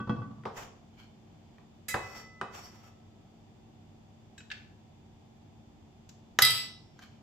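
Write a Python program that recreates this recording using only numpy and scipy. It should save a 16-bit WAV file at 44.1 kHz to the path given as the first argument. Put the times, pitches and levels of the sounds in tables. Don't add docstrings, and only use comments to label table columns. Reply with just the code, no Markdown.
import sys
import numpy as np
from scipy import signal
from scipy.fft import rfft, irfft, next_fast_len
from scipy.io import wavfile
from scipy.ndimage import map_coordinates

SR = 44100
rng = np.random.default_rng(int(sys.argv[2]) if len(sys.argv) > 2 else 0)


def waveform_to_disk(signal):
    frames = np.transpose(np.atleast_2d(signal))
    scaled = np.clip(frames, -1, 1) * 32767
    samples = np.round(scaled).astype(np.int16)
    wavfile.write(sys.argv[1], SR, samples)


N = 318402

# pitch_hz, density_db [dB per Hz]
AIR_SPECTRUM = [(15, -39.5), (25, -22), (50, -5.5), (70, -8.5), (92, 0), (157, -3.5), (229, -6),
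                (249, -12.5), (293, -9), (531, -20.5), (754, -15), (1100, -26.5), (1520, -32.5),
                (3350, -32), (3900, -37.5), (7500, -39.5), (8800, -54.5), (16000, -51.5)]
# pitch_hz, level_db
HUM_LINES = [(98, -62), (225.5, -60.5), (299, -73.5), (376, -74), (3530, -83), (4720, -86.5)]
# pitch_hz, t60_s
KITCHEN_DECAY = [(100, 0.9), (500, 0.74), (2000, 0.44), (6000, 0.49), (14000, 0.18)]

# start_s, thud_db, base_ring_db
BOWL_ROCKS = [(0.001, -37, -35.5), (0.073, -36.5, -47), (0.094, -27, -31.5), (0.108, -41, -39.5),
              (0.163, -41.5, -61), (0.185, -43, -60), (0.218, -46, -42), (0.31, -45.5, -67),
              (0.382, -52.5, -76)]
# start_s, wood_db, edge_click_db, blade_ring_db, table_thud_db
KNIFE_KNOCKS = [(0.436, -57, -46, -77.5, -62), (0.4537, -32, -29.5, -77, -47),
                (1.583, -58.5, -48.5, -76, -76), (1.942, -26.5, -17.5, -44, -44),
                (2.413, -36.5, -20.5, -53, -47)]
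# start_s, rim_ring_db, blade_ring_db, rasp_db
RIM_GRAZES = [(1.883, -47.5, -46, -33)]
# start_s, damped_at_s, level_db
BOWL_SINGING = (1.886, 2.42, -42)
# start_s, held_s, grit_db, edge_whistle_db
KNIFE_STROKES = [(0.573, 0.057, -46.5, -61), (2.02, 0.19, -54.5, -61.5), (2.159, 0.038, -52, -53),
                 (2.553, 0.032, -47, -54), (2.63, 0.04, -55, -54.5), (2.72, 0.092, -62, -70),
                 (2.84, 0.045, -60, -66)]
# start_s, held_s, level_db
SOFT_WIPES = [(0.988, 0.043, -61.5), (1.27, 0.33, -78), (4.56, 0.07, -70), (7.028, 0.013, -57.5),
              (7.1, 0.062, -73.5)]
# start_s, pat_db, tick_db, steel_ring_db
GARLIC_PATS = [(4.379, -48, -43, -56), (4.404, -45.5, -65, -87), (4.502, -38.5, -60, -73),
               (4.514, -29, -72, -79), (6.09, -70, -40.5, -75.5)]
# start_s, level_db
SPOON_BUMPS = [(6.3881, -8), (6.991, -45.5), (7.024, -46.5), (7.035, -49)]
# start_s, ring_db, brightness_db_per_octave, shimmer_db, click_db
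HANDLE_CLINKS = [(6.4205, -23, -.5, -24, -12), (6.449, -36, 3.5, -26, -21), (6.504, -44, 6, -32, -29),
                 (6.55, -49, 6, -37, -40), (6.575, -52, 6, -41, -46)]

# pitch_hz, level_db, t60_s
RIM_MODES = [(1303, -10, 3), (2005, -5, 3), (2014, 3, .7), (3015, -12, .7), (3214, -7, .8), (3311, -5, .7),
             (3698, -15, .6), (3847, 0, .55), (3926, -3, .9), (4527, -16, .9), (4868, -3, .6),
             (4899, -2, .65), (5038, -10, .6), (5464, -12, 4), (5927, -16, .6), (7807, -10, .5),
             (7890, -10, .4), (11235, -11, .35), (11890, -15, .35), (12925, -21, .3), (13760, -19, .3)]
# pitch_hz, level_db, t60_s
BASE_MODES = [(1147, 0, .22), (1502, -8, .18), (1938, -22, .16), (2622, -23, .2), (3305, -20, .09)]
# pitch_hz, level_db, t60_s
TABLE_MODES = [(121.4, 6, 0.12), (158, -1, 0.13), (215, 8, 0.12), (264, -7, 0.15), (277, -7.5, 0.21),
               (335.3, -8, 0.11), (483, -21.5, 0.33)]
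# pitch_hz, level_db, t60_s
BLADE_MODES = [(1700, -4, .12), (2560, -2, .65), (3865, 4, .33), (5780, -6, .25), (7335, -1, .3),
               (7760, -6, .4), (8113, -5, .16)]

# pitch_hz, density_db [dB per Hz]
WOOD_SPECTRUM = [(40, -58), (100, 7), (220, -18), (400, 9.5), (600, 3), (1100, 6), (1600, -10),
                 (2200, -19.5), (5000, -23.5), (9000, -46), (16000, -56)]
# pitch_hz, density_db [dB per Hz]
EDGE_SPECTRUM = [(100, -50), (700, -14), (1300, 9.5), (2200, -1.5), (3200, -10), (5500, -23), (9000, -33),
                 (16000, -49)]
# pitch_hz, density_db [dB per Hz]
RASP_SPECTRUM = [(300, -13), (1200, -16.5), (2000, -1.5), (3300, -17), (5000, -12), (7600, -4), (9300, -12),
                 (11500, -8), (15500, -17.5)]
# pitch_hz, density_db [dB per Hz]
GARLIC_SPECTRUM = [(200, -24), (1150, -16.5), (1600, 9), (2100, -1), (2700, 2.5), (4200, -5), (6000, -18),
                   (7400, -19), (9000, -39), (16000, -41)]
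# pitch_hz, density_db [dB per Hz]
TICK_SPECTRUM = [(500, -13), (1700, -6), (7400, 1), (9000, -31.5), (12000, -17), (16000, -17)]
# pitch_hz, density_db [dB per Hz]
GRIT_SPECTRUM = [(200, 1), (700, 9.5), (1150, 9), (2200, 2.5), (3300, -0.5), (4400, -12.5), (6800, -2),
                 (9300, -21), (12000, -17), (15500, -11)]
# pitch_hz, density_db [dB per Hz]
WHISTLE_SPECTRUM = [(3800, -31), (4650, 2.5), (5000, -13), (5550, 6.5), (5850, 0.5), (6300, -27),
                    (6700, -47), (7300, -5), (7800, -16), (9300, -41), (12000, -10.5), (15500, -37)]
# pitch_hz, density_db [dB per Hz]
SQUEAK_SPECTRUM = [(500, -12), (1150, -1.5), (1600, 1), (1950, -7), (2350, 5), (2750, -8), (3100, 6.5),
                   (3650, -16), (4250, -2), (5000, -11), (7400, -13.5), (9000, -34), (12000, -21),
                   (16000, -27)]
# pitch_hz, density_db [dB per Hz]
BOTTOM_SPECTRUM = [(50, -34), (130, -11), (280, -21.5), (500, -8.5), (1000, -6), (1600, 5), (1900, -4),
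                   (2300, -19.5), (3400, -9.5), (5000, -14.5), (6700, -11.5), (9000, -30), (16000, -27)]
# pitch_hz, density_db [dB per Hz]
CLICK_SPECTRUM = [(200, -20), (1500, -28.5), (4500, 12.5), (7500, -2.5), (9300, 1.5), (11500, 13),
                  (16000, -6.5)]
# pitch_hz, density_db [dB per Hz]
SHIMMER_SPECTRUM = [(900, -12), (1700, -20.5), (2300, 1), (3100, 5.5), (5100, 6), (6200, -19.5),
                    (7400, -18), (8100, 5), (9100, -21), (11000, -5.5), (13000, -19.5), (15000, -20),
                    (15800, -23.5)]

TOP_HZ = 15500
HARDEST_BRIGHT_DB, DULLING = 3.5, 0.38
STROKE_ATTACK_S, STROKE_RELEASE_S = 0.016, 0.018
WIPE_ATTACK_S, WIPE_RELEASE_S = 0.026, 0.017
RESONANCE_SPACING_HZ, RESONANCE_DB = 137.1, 1
FREE_TONE_DB, FREE_TONE_T60_S = -42, 2.2


def amp(db):
    return 10 ** (np.asarray(db) / 20)


def unit(x):
    return x / np.sqrt(np.mean(x ** 2) + 1e-20)


def along(points, hz):
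    point_hz, value = np.transpose(points)
    return np.interp(np.log(hz + 1), np.log(point_hz), value)


def clock(size):
    return np.arange(size) / SR


def fade(t, t60):
    return np.exp(-np.log(1000) * t / t60)


def wobble(rate):
    knots = rng.standard_normal(int(N * rate / SR) + 4)
    return map_coordinates(knots, [clock(N) * rate])


def add(track, start_s, sound):
    part = track[:, max(round(start_s * SR), 0):][:, :sound.shape[-1]]
    part += sound[..., :part.shape[1]]


def left_right(mid, side):
    return np.array([mid + side, mid - side])


def noise(spectrum, side_db, size=N):
    padded = next_fast_len(size)
    hz = np.fft.rfftfreq(padded, 1 / SR)
    width = amp(side_db + along([(150, -12.5), (600, -4.0), (4000, -0.5)], hz))
    coloured = rfft(rng.standard_normal((2, padded))) * amp(along(spectrum, hz))
    mid, side = irfft(coloured * [np.ones_like(hz), width])[:, :size]
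    return unit(left_right(mid, side))


def burst(spectrum, t60, side_db, attack=0.0015, size=32768):
    t = clock(size)
    return noise(spectrum, side_db, size) * fade(t, t60) * (1 - np.exp(-t / attack))


def ring(modes, bright_db=0, size=65536):
    t = clock(size)
    hz, db, t60 = np.transpose(modes)[:, :, None]
    uneven_db, phase = rng.standard_normal((len(modes), 2)).T[:, :, None]
    tilt_db = bright_db * np.log2(hz / hz.min())
    waves = amp(db + uneven_db + tilt_db) * fade(t, t60)
    turn = 2 * np.pi * hz * t + np.pi * phase
    apart = np.minimum(hz / 5200, .75)
    mid = (waves * np.cos(apart) * np.sin(turn)).sum(0)
    side = (waves * np.sin(apart) * np.sign(phase) * np.cos(turn)).sum(0)
    onset = 1 - np.exp(-t * hz.min() * 2)
    return left_right(mid, side) * onset


def pressure(strokes, attack, release):
    t = clock(N)
    start, held, db = np.transpose(strokes)[:, :, None]
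    swell = np.maximum(start - t, 0) / attack
    easing = np.maximum(t - start - held, 0) / release
    return (amp(db) * np.exp(-swell - easing)).max(0)


def rubbing(level, spectrum, rough_db):
    slips = unit(amp(rough_db * wobble(450) + 2.4 * wobble(49)))
    size = next_fast_len(N)
    place = np.fft.rfftfreq(size, 1 / SR) / RESONANCE_SPACING_HZ
    peaks = map_coordinates(rng.standard_normal(size=512), [place], mode="mirror")
    resonances = amp(RESONANCE_DB * peaks)
    rough = slips * noise(spectrum, side_db=0.0)
    coloured = irfft(rfft(rough, size) * resonances, size)[:, :N]
    return level * unit(coloured)


def room_tone():
    hum = np.zeros(N)
    for hz, db in HUM_LINES:
        level = amp(db + 0.5 * wobble(0.92))
        hum += level * np.sin(2 * np.pi * hz * clock(N) + 0.43 * wobble(1.6))
    return amp(-57) * noise(AIR_SPECTRUM, side_db=2) + hum


def kitchen(x, size=32768):
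    raw = noise([(100, -1.9), (16000, -0.11)], side_db=-2.5, size=size)
    hz, t, bands = signal.stft(raw, SR, nperseg=256)
    dying = bands * fade(t, along(KITCHEN_DECAY, hz)[:, None])
    tail = signal.istft(dying, SR, nperseg=256)[1]
    tail = tail * (1 - np.exp(-(clock(tail.shape[1]) / 0.0009) ** 2))
    return signal.fftconvolve(x, tail / np.linalg.norm(tail[0]), axes=1)[:, :N]


def wiping():
    level = pressure(SOFT_WIPES, WIPE_ATTACK_S, WIPE_RELEASE_S)
    return rubbing(level, SQUEAK_SPECTRUM, rough_db=3.0)


def scraping():
    grit_strokes = [(s, held, grit_db) for s, held, grit_db, _ in KNIFE_STROKES]
    edge_strokes = [(s, held, edge_db) for s, held, _, edge_db in KNIFE_STROKES]
    grit = pressure(grit_strokes, STROKE_ATTACK_S, STROKE_RELEASE_S)
    edge = pressure(edge_strokes, STROKE_ATTACK_S, STROKE_RELEASE_S)
    return rubbing(grit, GRIT_SPECTRUM, rough_db=1.0) + rubbing(edge, WHISTLE_SPECTRUM, rough_db=-2.5)


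def singing_bowl(count=3):
    out = np.zeros((2, N))
    start, damped_at, db = BOWL_SINGING
    lowest, *pair = RIM_MODES[:count]
    upper = ring(pair)
    since = np.maximum(start + clock(upper.shape[1]) - damped_at, 0)
    tones = ring([lowest]) + amp(0.5) * upper * fade(since, 2.6)
    add(out, start, amp(db) * tones)
    return out


def lingering_tone(order=13):
    out = np.zeros((2, N))
    tone = ring([RIM_MODES[order]])
    fading = tone * fade(clock(tone.shape[1]), FREE_TONE_T60_S)
    add(out, HANDLE_CLINKS[0][0], amp(FREE_TONE_DB) * fading)
    return out


def garlic():
    out = np.zeros((2, N))
    for s, pat_db, tick_db, steel_db in GARLIC_PATS:
        add(out, s, amp(pat_db) * burst(GARLIC_SPECTRUM, t60=0.045, side_db=-3.5, attack=0.00064))
        add(out, s, amp(tick_db) * burst(TICK_SPECTRUM, t60=0.034, side_db=0, attack=0.0044))
        steel = ring(BLADE_MODES)
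        held_db = -200 * clock(steel.shape[1])
        add(out, s, amp(steel_db + held_db) * steel)
    return out


def graze(count=3):
    out = np.zeros((2, N))
    for s, rim_db, blade_db, rasp_db in RIM_GRAZES:
        wall = ring(RIM_MODES[count:], bright_db=-1)
        add(out, s, amp(rim_db) * wall * fade(clock(wall.shape[1]), 0.53))
        add(out, s, amp(blade_db) * ring(BLADE_MODES))
        add(out, s, amp(rasp_db) * burst(RASP_SPECTRUM, t60=0.17, side_db=-6.0, attack=0.0021))
    return out * amp(np.array([[-1], [1]]) * 2.4)


def knife():
    out = np.zeros((2, N))
    for s, wood_db, edge_db, blade_db, thud_db in KNIFE_KNOCKS:
        add(out, s, amp(wood_db) * burst(WOOD_SPECTRUM, t60=0.19, side_db=-5))
        add(out, s, amp(edge_db) * burst(EDGE_SPECTRUM, t60=.016, side_db=-7, attack=.0004))
        add(out, s, amp(blade_db) * ring(BLADE_MODES, bright_db=-7.5))
        add(out, s, amp(thud_db) * ring(TABLE_MODES, bright_db=3))
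    return out


def rocking_bowl():
    out = np.zeros((2, N))
    hardest_db = max(ring_db for _, _, ring_db in BOWL_ROCKS)
    for s, thud_db, ring_db in BOWL_ROCKS:
        bright_db = HARDEST_BRIGHT_DB - DULLING * (hardest_db - ring_db)
        add(out, s, amp(thud_db) * ring(TABLE_MODES, bright_db))
        add(out, s, amp(thud_db - 3.5) * burst(WOOD_SPECTRUM, t60=0.079, side_db=-1, attack=0.0011))
        add(out, s, amp(ring_db) * ring(BASE_MODES, bright_db))
    return out


def spoon_bumps():
    out = np.zeros((2, N))
    for s, db in SPOON_BUMPS:
        add(out, s, amp(db) * burst(BOTTOM_SPECTRUM, t60=.024, side_db=-10, attack=.0004))
        add(out, s, amp(db - 19) * burst(BOTTOM_SPECTRUM, t60=.14, side_db=-6))
    return out


def shimmer_modes(count, size):
    t = clock(size)
    place, life, phase = rng.random((3, count, 1))
    step_hz = np.geomspace(1000, TOP_HZ, count + 1)[:-1, None]
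    hz = step_hz * (TOP_HZ / 1000) ** (place / count)
    level = amp(along(SHIMMER_SPECTRUM, hz)) * np.sqrt(hz)
    level = level / np.linalg.norm(level)
    return level * np.sin(2 * np.pi * (hz * t + phase)) * fade(t, 0.23 + 0.12 * life)


def handle_chatter(count=200, size=32768):
    weak = shimmer_modes(count, size)
    damped = fade(clock(size), 0.43)
    out = np.zeros((2, N))
    for s, ring_db, bright_db, shimmer_db, click_db in HANDLE_CLINKS:
        add(out, s, amp(ring_db) * damped * ring(RIM_MODES, bright_db, size))
        shared, own = rng.choice([-1, 1], (2, count))
        add(out, s, amp(shimmer_db) * left_right(shared, 0.98 * own) @ weak)
        add(out, s, amp(click_db) * burst(CLICK_SPECTRUM, t60=0.045, side_db=-3.5, attack=0.00046))
        add(out, s, amp(click_db - 22.5) * ring(TABLE_MODES, bright_db=-18.0))
    return out * amp(np.array([[-1], [1]]) * 0.55)


def scene():
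    wood = knife() + garlic()
    steel = rocking_bowl() + graze() + handle_chatter() + spoon_bumps()
    strokes = scraping() + wiping()
    room = kitchen(amp(-6.0) * wood + amp(-5) * (steel + strokes))
    free_tones = singing_bowl() + lingering_tone()
    return wood + steel + strokes + free_tones + room + room_tone()


def record(dry):
    size = next_fast_len(N + SR)
    hz = np.fft.rfftfreq(size, 1 / SR)
    rolloff = 1 / (1 + (hz / TOP_HZ) ** 90)
    return irfft(rfft(dry, size) * rolloff, size)[:, :N]


dry = scene()
out = record(dry)
waveform_to_disk(out)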